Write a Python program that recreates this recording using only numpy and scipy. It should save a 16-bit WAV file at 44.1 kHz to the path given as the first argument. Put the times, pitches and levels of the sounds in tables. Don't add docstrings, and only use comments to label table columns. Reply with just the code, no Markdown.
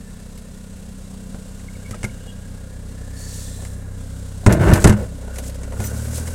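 import sys
import numpy as np
from scipy import signal
from scipy.fft import rfft, irfft, next_fast_len
from scipy.io import wavfile

SR = 44100
rng = np.random.default_rng(int(sys.argv[2]) if len(sys.argv) > 2 else 0)


def inscribe(sig):
    pcm = np.round(np.clip(np.atleast_2d(sig).T, -1, 1) * 32767)
    wavfile.write(sys.argv[1], SR, pcm.astype(np.int16))


N = 279594
TIME = np.arange(N) / SR

# frequency in Hz, relative density in dB.
CLOTH_COLOUR = [(1500, -16), (3000, -9), (4500, -6.5), (7900, 2.5), (10500, -3), (13000, -9.5),
                (16000, -14)]


def from_db(db):
    return 10 ** (np.asarray(db) / 20)


def rms_one(x):
    return x / np.sqrt(np.mean(x ** 2) + 1e-20)


def in_time(rows):
    seconds, *columns = np.transpose(rows)
    return [np.interp(TIME, seconds, column) for column in columns]


def drift(rate):
    step = 40
    r = np.exp(-2 * np.pi * rate * step / SR)
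    raw = rng.standard_normal(N // step + 2002)
    slow = signal.lfilter([1], [1, -2 * r, r * r], raw)[2000:]
    return np.interp(np.arange(N) / step, np.arange(len(slow)), rms_one(slow))


def colour(x, spectrum):
    hz, db = np.transpose(spectrum)
    size = next_fast_len(N)
    grid = np.maximum(np.arange(size // 2 + 1) * SR / size, 1)
    gain = from_db(np.interp(np.log(grid), np.log(hz), db))
    return rms_one(irfft(rfft(x, size) * gain, size)[:N])


def grainy(spectrum, flicker_db, rate):
    noise = colour(rng.standard_normal(N), spectrum)
    return rms_one(noise * from_db(flicker_db * drift(rate)))


def narrow(hz, width):
    r = np.exp(-np.pi * width / SR)
    a, b = signal.lfilter([1], [1, -r], rng.standard_normal((2, N)))
    phase = 2 * np.pi * np.cumsum(hz * np.ones(N)) / SR
    return rms_one(a * np.cos(phase) + b * np.sin(phase))


def resonate(x, modes):
    out = 0
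    for k, (hz, width, db) in enumerate(modes):
        r = np.exp(-np.pi * width / SR)
        poles = [1, -2 * r * np.cos(2 * np.pi * hz / SR), r * r]
        ringing = (1 - r * r) * signal.lfilter([1, 0, -1], poles, x)
        out = out + (-1) ** k * from_db(db) * ringing
    return rms_one(out)


def swell_db(start, end, growth_db, swell, fade):
    hold = growth_db * np.clip((TIME - start) / max(end - start, .001), 0, 1)
    edges = np.minimum(swell * (TIME - start), fade * (end - TIME))
    return hold + np.clip(edges, -120, 0)


def engine_tones(speed, angle, state):
    # order, starting level in dB rms before nulls and drift,
    # dB gained by the microphone turn, by the slide, by revving.
    orders = [(1, -41, 3.5, 1.5, 1), (2, -48, 12.5, 4, 4), (2.25, -44.5, -2.5, -5, 3),
              (2.5, -71, -22, -2, 0), (3, -47.5, 12.5, -4, 10), (4, -41.5, 2, 3, -5),
              (5, -47.5, 4.5, -1, 0.5), (5.25, -70, 12, 1, -5), (6, -43, -1.5, -4, 2.5),
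              (7, -47.5, -9, -5, -14), (8.25, -67.5, 17.5, 1.5, -18)]
    # frequency in Hz, half width in Hz, depth in dB.
    nulls = [(37.7, 1.67, 21), (126.3, 7.1, 14), (243, 13.5, 12.5)]
    # time in seconds, dB added.
    sixth_swell = [(.2, -1), (1.2, 4), (2.9, -3), (3.9, 1.0), (4.3, -3.5), (5.7, 2.5)]
    tones = 0
    for order, *db in orders:
        lead = 0.9 if order < 1.6 or order > 4.4 else -1.2
        null_db = sum(depth_db * np.exp(-((order * speed - hz) / half_width) ** 2)
                      for hz, half_width, depth_db in nulls)
        level_db = db @ state - null_db + 1.05 * drift(2.7)
        if order == 6:
            level_db = level_db + in_time(sixth_swell)[0]
        tones = tones + np.sqrt(2) * from_db(level_db) * np.cos(order * angle + lead)
    return tones


def exhaust_chuffs(angle):
    # frequency in Hz, width in Hz, relative level in dB.
    stack = [(480, 130, -4), (565, 140, 0)]
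    fired = np.diff(np.floor((angle - .1) / (2 * np.pi)), prepend=0) > 0
    strength = from_db(2.5 * np.cos(angle / 2) + 1.5 * drift(30))
    impulses = fired * strength + 1e-18
    return resonate(resonate(impulses, stack), stack)


def engine_noise(angle, state):
    # frequency in Hz, relative density in dB.
    rasp_colour = [(25, 5.5), (60, 3), (130, 0), (250, 5), (330, -9.5), (450, -1.5), (560, -12), (680, -10),
                   (850, -15.5), (1200, -18), (1600, -17), (2300, -21.5), (2750, -36), (4000, -67),
                   (9000, -70)]
    # frequency in Hz, relative density in dB.
    hiss_colour = [(1500, -15), (3500, -2.5), (5500, -3.5), (8200, 2.5), (10500, -5.5), (13000, -11.5),
                   (16000, -18)]
    # time in seconds, level in dB.
    hiss_level = [(0, -51), (1.0, -50), (2.0, -49), (2.8, -51.5), (3.1, -49), (3.85, -59), (4.0, -48.5),
                  (4.4, -48), (5.1, -49.5), (5.7, -48.5), (5.9, -58)]
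    # frequency in Hz, width in Hz, relative level in dB.
    cowling_modes = [(455, 150, -13.5), (511, 43, -1), (1026, 140, -15), (1437, 27, -9), (2760, 68, -17.5),
                     (3880, 33, -18)]
    rasp_db, cowling_db = (-44, 2, 2.5, 5), (-56, 2.5, 1, 4.5)
    throb = np.cos(angle - .9)
    uneven = from_db(0.13 * np.cos(angle / 2) + 0.48 * drift(23))

    def throbbing(depth_db):
        return rng.standard_normal(N) * from_db(depth_db * throb) * uneven

    rasp = colour(throbbing(0.35), rasp_colour)
    cowling = resonate(throbbing(4.3), cowling_modes)
    hiss = colour(throbbing(1.65), hiss_colour)
    return (from_db(rasp_db @ state) * rasp + from_db(cowling_db @ state) * cowling
            + from_db(in_time(hiss_level)[0]) * hiss)


def engine_whirrs(angle):
    # time in seconds, centre in Hz, level in dB before the throb.
    whirr_glide = [(0, 1720, -60), (.6, 1820, -66.5), (1.2, 1559, -65), (2.1, 1589, -56), (2.9, 1696, -60),
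                   (3.2, 1745, -51.5), (3.5, 1798, -57), (4.2, 1531, -60), (5.2, 1488, -63),
                   (5.32, 1478, -47), (5.55, 1480, -59), (5.75, 1441, -52), (5.85, 1456, -44),
                   (6.05, 1508, -51), (6.34, 1545, -50)]
    # time in seconds, centre in Hz, level in dB.
    whine_glide = [(0, 2660, -70), (.7, 2636, -68), (1.5, 2800, -67), (2.3, 2880, -59), (3.0, 2830, -95),
                   (4.4, 2970, -80), (6.34, 2795, -63)]
    whirr_hz, whirr_db = in_time(whirr_glide)
    whine_hz, whine_db = in_time(whine_glide)
    whirr = from_db(whirr_db + 1.9 * np.cos(angle - .9)) * narrow(whirr_hz, width=80)
    return whirr + from_db(whine_db) * narrow(whine_hz, width=130)


def engine():
    # time in seconds, firings per second.
    speed_curve = [(0.0, 31.72), (1.1, 31.92), (2.2, 32.08), (4.3, 32.22), (5.2, 32.48), (5.6, 32.42),
                   (5.72, 33.0), (5.88, 34.7), (6.09, 37.9), (6.25, 40.1), (6.34, 41.2)]
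    # time in seconds, share of the turn 0-1.
    mic_turn = [(0, 0), (.7, 0.07), (1.6, 0.48), (2.5, 0.6), (3.4, 1), (4.3, 0.99)]
    moved_s, move_takes_s = 4.93, 0.38
    idle_top_per_s, rev_rise_per_s = 32.6, 1.4
    chuff_db = (-60, 6, 9, -3)
    speed, = in_time(speed_curve)
    angle = 2 * np.pi * np.cumsum(speed) / SR - 1.64 + .03 * drift(4)
    moved = (TIME - moved_s) / move_takes_s
    revving = (speed - idle_top_per_s) / rev_rise_per_s
    state = np.clip([np.ones(N), in_time(mic_turn)[0], moved, revving], 0, 1)
    chuffs = from_db(chuff_db @ state) * exhaust_chuffs(angle)
    return engine_tones(speed, angle, state) + chuffs + engine_noise(angle, state) + engine_whirrs(angle)


def cracks():
    # start in seconds, bright noise in dB, dull body in dB, thin edge in dB (both against the noise).
    hits = [(0.376, -49, -25, 5.5), (1.346, -44, 6, -25), (1.5944, -44, -15, -23), (1.9095, -34, -12, -6),
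            (1.9442, -38.5, 0.5, -24), (2.031, -29, -5.5, -17), (2.042, -30.5, -5, -4),
            (2.978, -53, -15, -20), (3.59, -55, 11.5, -20), (3.621, -44, 2, -20), (3.649, -36, -20, -6),
            (4.4324, -56.5, 18, -14), (4.4631, -16, 5, -35), (4.5242, -20.5, 0.5, -2.5),
            (4.7347, -21, -10, 4), (4.757, -34, -12, -10), (4.8024, -36, -8, -9), (4.821, -34.5, -20, 2),
            (4.8426, -11.5, -9, -13), (4.8734, -18, 0.5, -4), (4.895, -23, -22, -6),
            (4.9235, -29.5, -20, -25), (5.0105, -48, -18, -21), (5.2241, -50.5, 12, -17),
            (5.2785, -52.5, 15.5, -18), (5.3587, -35, -22, -9), (5.3844, -34, 0, 1.5),
            (5.438, -40, -15, -17), (5.4962, -43, -23.5, 3.5), (5.5446, -48.5, -17, 6.5),
            (5.558, -46, -13, -23), (5.6325, -36, -2, -24), (5.723, -39.5, 8.5, -11),
            (5.802, -35.5, 7.5, 1), (5.8407, -30.5, -11, -16), (5.9135, -53, 17, -18),
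            (6.0514, -41, -9, 3.5), (6.1814, -34, -2, -5), (6.274, -33.5, -17, -23)]
    # frequency in Hz, relative density in dB.
    bright_colour = [(800, -3.5), (2000, 6.5), (3500, -7), (8000, 1.5), (10500, -4.5), (12500, -57)]
    body_colour = [(200, -15), (450, 6.5), (1000, -2), (1600, -29), (3000, -39)]
    edge_colour = [(9000, 3), (11500, 5.5), (16000, -14.5)]
    bright_t60_s, body_t60_s, edge_t60_s = 0.062, 0.11, 0.07
    shorter_per_db = 0.0071
    bright, dull, thin = np.zeros((3, N))
    for start, db, body_db, edge_db in hits:
        now = slice(round(start * SR), round(start * SR) + SR // 3)
        fall_db = 60 * (TIME[now] - start) * np.exp(shorter_per_db * (db + 25))
        bright[now] += from_db(db - fall_db / bright_t60_s)
        dull[now] += from_db(db + body_db - fall_db / body_t60_s)
        thin[now] += from_db(db + edge_db - fall_db / edge_t60_s)
    layers = [(bright, bright_colour), (dull, body_colour), (thin, edge_colour)]
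    return sum(level * colour(rng.standard_normal(N), shade) for level, shade in layers)


def bumps():
    # start in seconds, level in dB, T60 in seconds, hardness in dB per decade above 100 Hz.
    knocks = [(1.345, -32, 0.097, 0), (1.912, -31, 0.22, 1), (2.04, -24, 0.36, 3.5),
              (4.465, -9.5, .07, 13.5), (4.476, 2, 0.11, -18), (4.539, -33, .14, -10),
              (4.728, -.5, 0.15, -16), (4.845, -7, 0.18, 5), (4.858, 1.5, 0.077, -20),
              (4.897, -9.5, 0.5, -3.5), (5.796, -29.5, 0.56, 4.5)]
    # frequency in Hz, relative level in dB, share of the bump's T60.
    frame_modes = [(61.6, -15, 1), (100, 2, 0.55), (119.8, 3.5, 0.46), (208, 2, 0.62), (360, -8, 0.34),
                   (640, -25, 0.12), (1424, -16, 0.46), (2098, -16, 0.26)]
    out, after = np.zeros(N), TIME[:SR // 2]
    for start, db, t60, hard_db in knocks:
        ring = 0
        for hz, mode_db, share in frame_modes:
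            strike_db = mode_db + hard_db * np.log10(hz / 100) + 1.8 * rng.normal()
            fall_db = 60 * after / (t60 * share)
            ring = ring + from_db(strike_db - fall_db) * np.sin(2 * np.pi * hz * after)
        first = round(start * SR)
        out[first:first + len(after)] += from_db(db) * ring
    return out


def squeaks():
    # centre in seconds, pitch in Hz before the waver, level in dB before the flicker, length in seconds.
    chirps = [(1.688, 2160, -40, .012), (1.756, 2250, -39.5, 0.015), (1.851, 2290, -39, .01),
              (1.862, 2240, -39.5, .014), (1.88, 2260, -45, 0.024), (1.939, 1250, -39, 0.02),
              (1.969, 2230, -45, .015), (2.051, 2150, -24.5, 0.013), (2.047, 1580, -33, 0.016),
              (2.097, 2260, -42, .012), (2.291, 2880, -49, .056), (2.3, 3300, -50, 0.068),
              (5.863, 5970, -35.5, 0.06), (5.858, 14660, -32, 0.043)]
    out, waver = np.zeros(N), np.cumsum(drift(62)) / SR
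    for centre, hz, db, length in chirps:
        shape = np.exp(-2 * ((TIME - centre) / (length / 2)) ** 2)
        out += from_db(db) * shape * np.sin(2 * np.pi * (hz * TIME + 30 * waver))
    return out * from_db(3.6 * drift(76))


def jackets():
    # start in seconds, end in seconds, level at the start in dB, growth in dB, fade in dB per second.
    strokes = [(3.175, 3.3, -46, 3.5, 100), (3.2, 3.223, -41.5, 0, 200), (3.3, 3.37, -44, 4, 31),
               (3.55, 3.745, -45.5, -2.5, 496), (5.34, 5.382, -50.5, 10, 300),
               (5.442, 5.482, -42.5, 5.5, 1000), (5.779, 5.866, -42.5, 8, 135),
               (5.959, 6.09, -39, -0.5, 202), (6.116, 6.177, -38, 7.5, 376), (6.2, 6.27, -38, -5, 300),
               (6.278, 6.279, -35.5, 3, 500), (6.287, 6.32, -41, 1.5, 150)]
    # frequency in Hz, width in Hz, level in dB, centre in seconds.
    swish_bands = [(4470, 110, -49, 3.27), (7090, 200, -50, 3.3), (6620, 100, -52, 3.3),
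                   (5200, 300, -55, 3.36), (8140, 120, -49, 3.45), (3950, 140, -54.5, 3.5),
                   (3500, 160, -56, 3.48), (5900, 400, -50, 3.35), (7480, 90, -52, 3.5),
                   (9210, 100, -54, 3.5)]
    stroke_swell_db_per_s = 298
    band_lasts_s, bands_ring_s = 0.7, (3.18, 4.1)
    cloth = grainy(CLOTH_COLOUR, flicker_db=1.5, rate=83)
    stroke_db = np.max([db + swell_db(start, end, growth, stroke_swell_db_per_s, fade)
                        for start, end, db, growth, fade in strokes], axis=0)
    bands = 0
    for hz, width, db, centre in swish_bands:
        shape = np.exp(-2 * ((TIME - centre) / (band_lasts_s / 2)) ** 2)
        bands = bands + from_db(db) * shape * narrow(hz, width)
    span_db = swell_db(*bands_ring_s, growth_db=0, swell=300, fade=300)
    return from_db(stroke_db) * cloth + from_db(span_db) * bands


def slide():
    # start in seconds, end in seconds, rumble in dB, scrape in dB,
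    # grit in dB, growth in dB, fade in dB per second.
    shoves = [(4.464, 4.503, -11, -34, -53, -2, 298), (4.492, 4.533, -12, -26.5, -41, -0.5, 248),
              (4.55, 4.603, -15, -33, -50, -4.5, 300), (4.598, 4.726, -16.5, -28, -42.5, 6.5, 298),
              (4.755, 4.779, -14.5, -23.5, -33.5, -2, 300), (4.8, 4.833, -20.5, -38, -33.5, -1.5, 300),
              (4.843, 4.882, -7.5, -21.5, -35, -2, 255), (4.897, 4.911, -15, -27, -43, -2, 197),
              (4.967, 5.042, -33, -48.5, -50.5, 3, 297)]
    # frequency in Hz, width in Hz, relative level in dB.
    rail_modes = [(106.6, 42, 0), (191.8, 24, 1), (333, 29.6, -3.5), (498, 77, -10.5), (606, 8.9, -12),
                  (880, 200, -6), (1173, 110, -2), (1203, 150, -3.5), (1542, 89, -4.5), (1750, 62, -7.5),
                  (2150, 140, -13), (2270, 88, -14.5), (2850, 380, -20), (3380, 420, -26),
                  (4500, 1400, -44)]
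    # frequency in Hz, relative density in dB.
    rumble_colour = [(24, -37), (40, 2.5), (102, -0.5), (286, -12), (475, -19), (521, -65), (593, -6),
                     (900, -31), (1170, -56), (1980, -120)]
    # time in seconds, centre in Hz, level in dB.
    groan_glide = [(4.94, 620, -50), (4.975, 545, -33), (5.02, 505, -30), (5.045, 485, -33),
                   (5.065, 440, -50)]
    shove_swell_db_per_s, jolts_per_s = 12000, 900
    rumble_db, scrape_db, grit_db = np.max(
        [np.c_[db] + swell_db(start, end, growth, shove_swell_db_per_s, fade)
         for start, end, *db, growth, fade in shoves], axis=0)
    force = from_db(2.2 * np.minimum(rng.exponential(1, N), 4))
    jolts = (rng.random(N) < jolts_per_s / SR) * force * rng.choice([-1, 1], N)
    lumps = grainy(rumble_colour, flicker_db=2.2, rate=30)
    rumble = from_db(-4) * lumps + from_db(-2.6) * resonate(jolts, rail_modes[:5])
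    scrape = resonate(jolts, rail_modes[5:])
    grit = grainy(CLOTH_COLOUR, flicker_db=2.5, rate=95)
    groan_hz, groan_db = in_time(groan_glide)
    groaning = (TIME > groan_glide[0][0]) * (TIME < groan_glide[-1][0])
    groan = from_db(groan_db) * groaning * narrow(groan_hz, width=45)
    return from_db(rumble_db) * rumble + from_db(scrape_db) * scrape + from_db(grit_db) * grit + groan


def scene():
    return (engine() + cracks() + bumps() + squeaks() + jackets() + slide())[None]


def record(dry):
    cutoff_hz = 16100
    low_pass = signal.ellip(13, .1, 75, cutoff_hz, fs=SR, output="sos")
    return signal.sosfilt(low_pass, np.clip(dry, -1, 1))


dry = scene()
out = record(dry)
inscribe(out)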